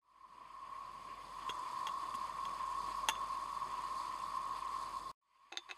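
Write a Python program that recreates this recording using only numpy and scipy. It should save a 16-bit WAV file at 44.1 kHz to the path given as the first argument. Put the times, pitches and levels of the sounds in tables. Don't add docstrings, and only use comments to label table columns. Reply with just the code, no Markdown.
import sys
import numpy as np
from scipy import signal
from scipy.io import wavfile

SR = 44100
rng = np.random.default_rng(int(sys.argv[2]) if len(sys.argv) > 2 else 0)


def transcribe(signal):
    frames = np.atleast_2d(signal).T
    limited = np.clip(frames, -1, 1)
    pcm = np.round(limited * 32767).astype(np.int16)
    wavfile.write(sys.argv[1], SR, pcm)


def ratio_of_db(decibels):
    return 10 ** (np.asarray(decibels, float) / 20)


N = 254456

# t/s, level/dB
DRAUGHT = [
    (0, -42),
    (.8, -42),
    (1.0, -47.5),
    (1.3, -50),
    (1.46, -41),
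    (3.1, -40.5),
    (4.8, -41),
    (5.0, -45),
    (5.3, -48.5),
    (5.77, -47.5),
]
# f/Hz, width/Hz, level/dB
TUBE = [(1078.3, 71, 0), (1002.7, 72.4, -6), (1274, 69, -19.5), (627, 64, -23.5), (1814, 120, -27),
        (320.3, 42, -27.5)]
# f/Hz, level/dB per Hz
FLAME = [(1300, -10.5), (1600, -5.5), (1900, -3.5), (2400, -3), (2800, -6.5), (3300, -5.5)]
# f/Hz, level/dB per Hz
HISS = [(3200, -12), (3500, -11), (3900, -5), (4700, -0.5), (5300, -9), (6500, -11.5), (7100, -15),
        (7800, -11), (9500, -11.5), (11000, -18), (12000, -20.5), (13500, -25.5), (14500, -26.5),
        (15700, -31.5)]
# f/Hz, width/Hz, level/dB
JET = [(3502, 110, -7), (4706, 960, -5), (6490, 270, -11.5), (7680, 220, -14), (9570, 630, -14),
       (11920, 360, -19)]
# f/Hz, level/dB per Hz
RUMBLE = [(60, -11), (80, -5), (124, -1.5), (330, -4), (500, -3.5), (720, -0.5), (900, -5.5)]
# t/s, level/dB
FAN_LOAD = [
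    (0, -70.5),
    (1.55, -69.5),
    (1.63, -78),
    (1.8, -79),
    (1.9, -73.5),
    (3.0, -64.5),
    (3.4, -69.5),
    (5.1, -69.5),
    (5.25, -79),
]
# t/s, clink/dB, rim knock/dB re clink, bowl/dB re clink
KNOCKS = [(1.4935, -41, -15, 0), (1.4978, -39.5, -12, -20), (1.5008, -40.5, -6, -6), (1.8697, -36.5, 0, -8),
          (1.887, -47, 0, -2), (2.1418, -54, 0, 2), (2.1505, -52, -5, -8), (2.4528, -42, -8, -10),
          (3.0864, -25.5, 1, -7), (3.0915, -35.5, -5, -10), (3.0958, -44, 5, 10), (3.153, -50, -10, 1)]
# t/s, clink/dB, rim knock/dB re clink, bowl/dB re clink
SETTLE = [(5.5205, -41.5, 8.5, -3), (5.524, -33, -3, 8), (5.5345, -46, 8, -4), (5.5415, -47, 11, 10),
          (5.5545, -47, 6, 8), (5.5722, -18, -44, -4.5), (5.581, -38, -0.5, -10), (5.6902, -44, -2, 6),
          (5.695, -52, 2, 16.5), (5.7004, -47, 4, 15), (5.706, -51, 1, 4), (5.711, -32.5, -15, 7),
          (5.722, -51, 7, -7)]
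# f/Hz, level/dB, t60/s
GLASS_LIFTED = [(418, -20, 0.02), (896, 0.5, 0.075), (1430, 0.5, 0.028), (1717, -7.5, 0.073),
                (2144, 0, 0.016), (2623, 2.5, 0.014), (2900, 5, 0.016), (3027, -10.5, 0.022),
                (3295, 3.5, 0.026), (3875, -20.5, 0.018), (5240, -15, 0.028), (5800, -2.5, 0.037),
                (6230, 0.5, 0.028), (6700, 0.5, 0.031), (7960, -6, 0.066), (9330, -6.5, 0.026),
                (9730, -15, 0.038), (11130, -9.5, 0.079), (11620, -18, 0.042), (12760, -12, 0.023),
                (15050, -37.5, .04), (15310, -30.5, 0.06)]
# f/Hz, level/dB, t60/s
GLASS_SEATED = [(347, -7, 0.094), (776, 3, 0.037), (1380, -3.5, 0.02), (1690, -2, 0.016),
                (2034, -1.5, 0.018), (2597, -4, 0.047), (3600, 2, 0.019), (3870, 4.5, 0.017),
                (4210, 3, 0.0057), (5160, -18, 0.018), (6200, -12, 0.049), (6500, 1.5, 0.019),
                (7300, -14, .03), (8100, -17.5, 0.044), (10400, -20, 0.04), (11800, -25, .03),
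                (14400, -36, .03)]
# f/Hz, level/dB, t60/s
RING_LIFTED = [(2820, -13.5, .1), (3413, -6, 0.22), (3490, -5, 0.35), (5970, -11, 0.25), (6160, -20, 0.21),
               (6440, -8, 0.23)]
# f/Hz, level/dB, t60/s
RING_SEATED = [(2067, -25, 0.19), (2600, -20, 0.14), (3624, -7.5, 0.24), (3530, -10, 0.3),
               (6300, -27, 0.16), (6600, -19, 0.25), (10320, -40, 0.23)]
# t/s, peak/dB, f/Hz
THUDS = [
    (1.495, -36.5, 440),
    (2.147, -45, 240),
    (3.09, -42.5, 260),
]
# t/s, peak/dB, f/Hz
TICKS = [(2.9577, -44, 4610), (4.1869, -44, 5080), (4.4974, -46, 4200), (2.1071, -42, 3480),
         (2.5471, -44, 5340), (3.714, -48, 3350), (3.8731, -41, 4620), (4.0574, -43, 4670),
         (4.5314, -44.5, 4480), (4.5494, -43, 3490), (4.6808, -41, 4040), (4.8284, -43, 4150),
         (4.9714, -43, 4220), (4.9844, -42, 4340), (5.0938, -44, 4830)]
# t/s, length/s, level/dB
GRATES = [
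    (2.14, .025, -55),
    (4.959, 0.032, -66),
]
# t/s, length/s, curve power
FADES = [
    (.012, 1.375, 1.046),
    (5.18, 1.37, 1.22),
]

FLAME_DB, HISS_DB, RUMBLE_DB = -62.5, -63, -62
HUM_HZ, HUM_WANDER_HZ = 46.4, 0.21
PRISED_S, PRISE_TAKES_S = 1.25, 0.25
COVER_LOSS_DB, COVER_CRACKLE_DB = 3.5, -8
CRACK_DB, BODY_CRACK_DB, CRACK_T60_S = -4, -3.5, 0.047
SHEEN_DB, SHEEN_GROWS = -8, 0.65
MODE_DAMPING = 0.75
RING_DB, RING_GROWS, RING_SHORTER, RING_FLUTTER_DB = -19, 0.45, 0.7, 4
THUD_CYCLES = 6.9
CUT_S, RESUME_S, ROOM_DROP_DB = 5.115, 5.214, -9
SPILL_S, SPILL_DB, SPILL_FALL_DB_PER_S = 0.034, -26, 600
NOTCH_HZ, NOTCH_WIDTH_HZ, TOP_HZ = 5680, 350, 16200


def rms_one(x):
    return x / np.sqrt(np.mean(x ** 2) + 1e-20)


def in_time(rows):
    s, *columns = np.transpose(rows)
    return [np.interp(np.arange(N) / SR, s, c) for c in columns]


def drift(rate_hz):
    r = np.exp(-80 * np.pi * rate_hz / SR)
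    white = rng.standard_normal(N // 40 + 2002)
    slow = signal.lfilter([1], [1, -2 * r, r * r], white)[2000:]
    return np.interp(np.arange(N) / 40, np.arange(len(slow)), rms_one(slow))


def resonance(x, hz, width_hz):
    r = np.exp(-np.pi * width_hz / SR)
    poles = [1, -2 * r * np.cos(2 * np.pi * hz / SR), r * r]
    return signal.lfilter([(1 - r * r) / 2, 0, (r * r - 1) / 2], poles, x)


def ring(clicks, hz, t60_s):
    r = ratio_of_db(-60 / (t60_s * SR))
    w = 2 * np.pi * hz / SR
    return signal.lfilter([0, np.sin(w)], [1, -2 * r * np.cos(w), r * r], clicks + 1e-18)


def band(x, low_hz, high_hz):
    edges_hz = [low_hz, min(high_hz, 0.47 * SR)]
    return signal.sosfilt(signal.butter(2, edges_hz, "band", fs=SR, output="sos"), x)


def banded_noise(spectrum, patchy_db):
    hz, db = np.transpose(spectrum)
    out, together, white = 0, drift(5.6), rng.standard_normal((2, N))
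    edges_hz = np.geomspace(hz[0], hz[-1], len(hz) + 2)
    for k, (low, high) in enumerate(zip(edges_hz, edges_hz[1:])):
        level_db = np.interp(np.log(low * high) / 2, np.log(hz), db)
        flicker_db = patchy_db * (0.95 * together + drift(36.0))
        out = out + ratio_of_db(level_db + flicker_db) * band(white[k % 2], low, high)
    return rms_one(out)


def clicks_at(rows, db):
    out = np.zeros(N)
    out[np.round(np.array(rows)[:, 0] * SR).astype(int)] = ratio_of_db(db)
    return out


def burner():
    level_db, = in_time(DRAUGHT)
    column = 0
    for hz, width_hz, db in TUBE:
        peak = resonance(rng.standard_normal(N), hz, width_hz)
        column = column + ratio_of_db(db) * resonance(peak, hz, 2.19 * width_hz)
    return ratio_of_db(level_db - 1.54 + 0.3 * drift(4.1)) * rms_one(column)


def covered():
    s = np.arange(N) / SR
    return np.where(s < CUT_S, np.clip(1 - (s - PRISED_S) / PRISE_TAKES_S, 0, 1), 1)


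def gas_and_air():
    lid = covered()
    white = rng.standard_normal(N)
    jet = 0
    for hz, width_hz, db in JET:
        peak = resonance(resonance(white, hz, width_hz), hz, 2 * width_hz)
        jet = jet + ratio_of_db(db) * rms_one(peak)
    born = rng.random(N) < 220 * ratio_of_db(5.0 * drift(5.0)) / SR
    sizes = ratio_of_db(3.0 * np.minimum(rng.exponential(1, N), 3)) * rng.choice([-1, 1], N)
    crackle = rms_one(band(band(sizes * born, 4500, 10500), 4500, 10500))
    hiss = banded_noise(HISS, patchy_db=2.0) + jet + ratio_of_db(-7.5 + COVER_CRACKLE_DB * lid) * crackle
    flame = ratio_of_db(FLAME_DB + 0.5) * banded_noise(FLAME, patchy_db=2.03)
    rumble_db = RUMBLE_DB + ROOM_DROP_DB * (np.arange(N) > CUT_S * SR)
    rumble = ratio_of_db(rumble_db) * banded_noise(RUMBLE, patchy_db=1.4)
    return flame + ratio_of_db(HISS_DB - COVER_LOSS_DB * lid) * hiss + rumble


def fan():
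    level_db, = in_time(FAN_LOAD)
    pitch_hz = HUM_HZ + HUM_WANDER_HZ * drift(2.5)
    return ratio_of_db(level_db + 4.5 + 0.68 * drift(3.5)) * np.sin(2 * np.pi * np.cumsum(pitch_hz) / SR)


def glass(hits, modes, long_modes, dull):
    _, clink_db, knock_db, bowl_db = np.transpose(hits)
    hardest_db = clink_db + np.maximum(bowl_db + 1, 0)
    bright_db = hardest_db + SHEEN_GROWS * (hardest_db - hardest_db.max())
    group_db = [clink_db + knock_db, clink_db + bowl_db, clink_db, bright_db + SHEEN_DB]
    ring_db = RING_DB + RING_GROWS * (clink_db - clink_db.max() + 14)
    touch_db = rng.normal(0, 1.8, (len(hits), len(modes)))
    out = np.zeros(N)
    for k, (hz, db, t60_s) in enumerate(modes):
        level_db = group_db[np.searchsorted([1200, 2900, 5600], hz)]
        clicks = clicks_at(hits, level_db + db + touch_db[:, k])
        out += (-1) ** k * ring(clicks, hz, t60_s * MODE_DAMPING)
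    for hz, db, t60_s in long_modes:
        clicks = clicks_at(hits, clink_db + ring_db + db)
        out += ratio_of_db(RING_FLUTTER_DB * drift(30)) * ring(clicks, hz, t60_s * RING_SHORTER)
    age_s = np.arange(4000) / SR
    splinter = ratio_of_db(-60 * age_s / CRACK_T60_S) * rng.standard_normal(len(age_s))
    crack = signal.fftconvolve(clicks_at(hits, bright_db + CRACK_DB), splinter)[:N]
    out += signal.lfilter([1 - dull], [1, -min(dull, 0.95)], crack)
    body_crack = signal.fftconvolve(clicks_at(hits, hardest_db + BODY_CRACK_DB), splinter)[:N]
    out += band(body_crack, 1100, 3500)
    echoes = ratio_of_db(-33.0 - 60 * age_s / 0.07) * rng.standard_normal(len(age_s)) * (age_s > 0.002)
    return band(out + signal.fftconvolve(out, echoes)[:N], 240, 17000)


def thuds():
    out = np.zeros(N)
    for s, peak_db, hz in THUDS:
        bump = ring(clicks_at([[s]], peak_db), hz, THUD_CYCLES / hz)
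        out += signal.lfilter([0.1], [1, -0.9], bump)
    return out


def bubbles():
    out = np.zeros(N)
    for s, peak_db, hz in TICKS:
        at, click = round(s * SR), np.zeros(600)
        click[0] = ratio_of_db(peak_db - 3.5)
        out[at:at + 600] += ring(click, hz, 29.0 / hz) + 1.4 * band(click, 3000, 8900)
    return out


def grating():
    s = np.arange(N) / SR
    grains = rng.standard_normal(N) * (rng.random(N) < 2500 / SR)
    grit = rms_one(band(grains, 3000, 11000))
    strokes = 0
    for start_s, length_s, db in GRATES:
        strokes = strokes + ratio_of_db(db) * np.sin(np.pi * np.clip((s - start_s) / length_s, 0, 1))
    return grit * strokes


def scene():
    steady = burner() + gas_and_air() + fan()
    knocks = glass(KNOCKS, GLASS_LIFTED, RING_LIFTED, dull=0.55)
    settle = glass(SETTLE, GLASS_SEATED, RING_SEATED, dull=0.97)
    return (steady + knocks + settle + thuds() + bubbles() + grating())[None]


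def scene_change():
    s = np.arange(N) / SR
    first, second = (np.clip((s - start_s) / length_s, 0, 1) ** power for start_s, length_s, power in FADES)
    spill = ratio_of_db(SPILL_DB - SPILL_FALL_DB_PER_S * np.maximum(s - CUT_S, 0))
    before = first * np.select([s < CUT_S, s < CUT_S + SPILL_S], [1, spill], 0)
    return before + second * (s > RESUME_S)


def roll_off(x):
    return signal.sosfilt(signal.butter(12, 15980, fs=SR, output="sos"), x)


def record(dry):
    notched = dry - 0.73 * resonance(dry[0], NOTCH_HZ, NOTCH_WIDTH_HZ)
    dull_top = signal.cheby2(12, 60, TOP_HZ, fs=SR, output="sos")
    mix = signal.sosfilt(dull_top, notched * scene_change())
    return roll_off(mix)


dry = scene()
out = record(dry)
transcribe(out)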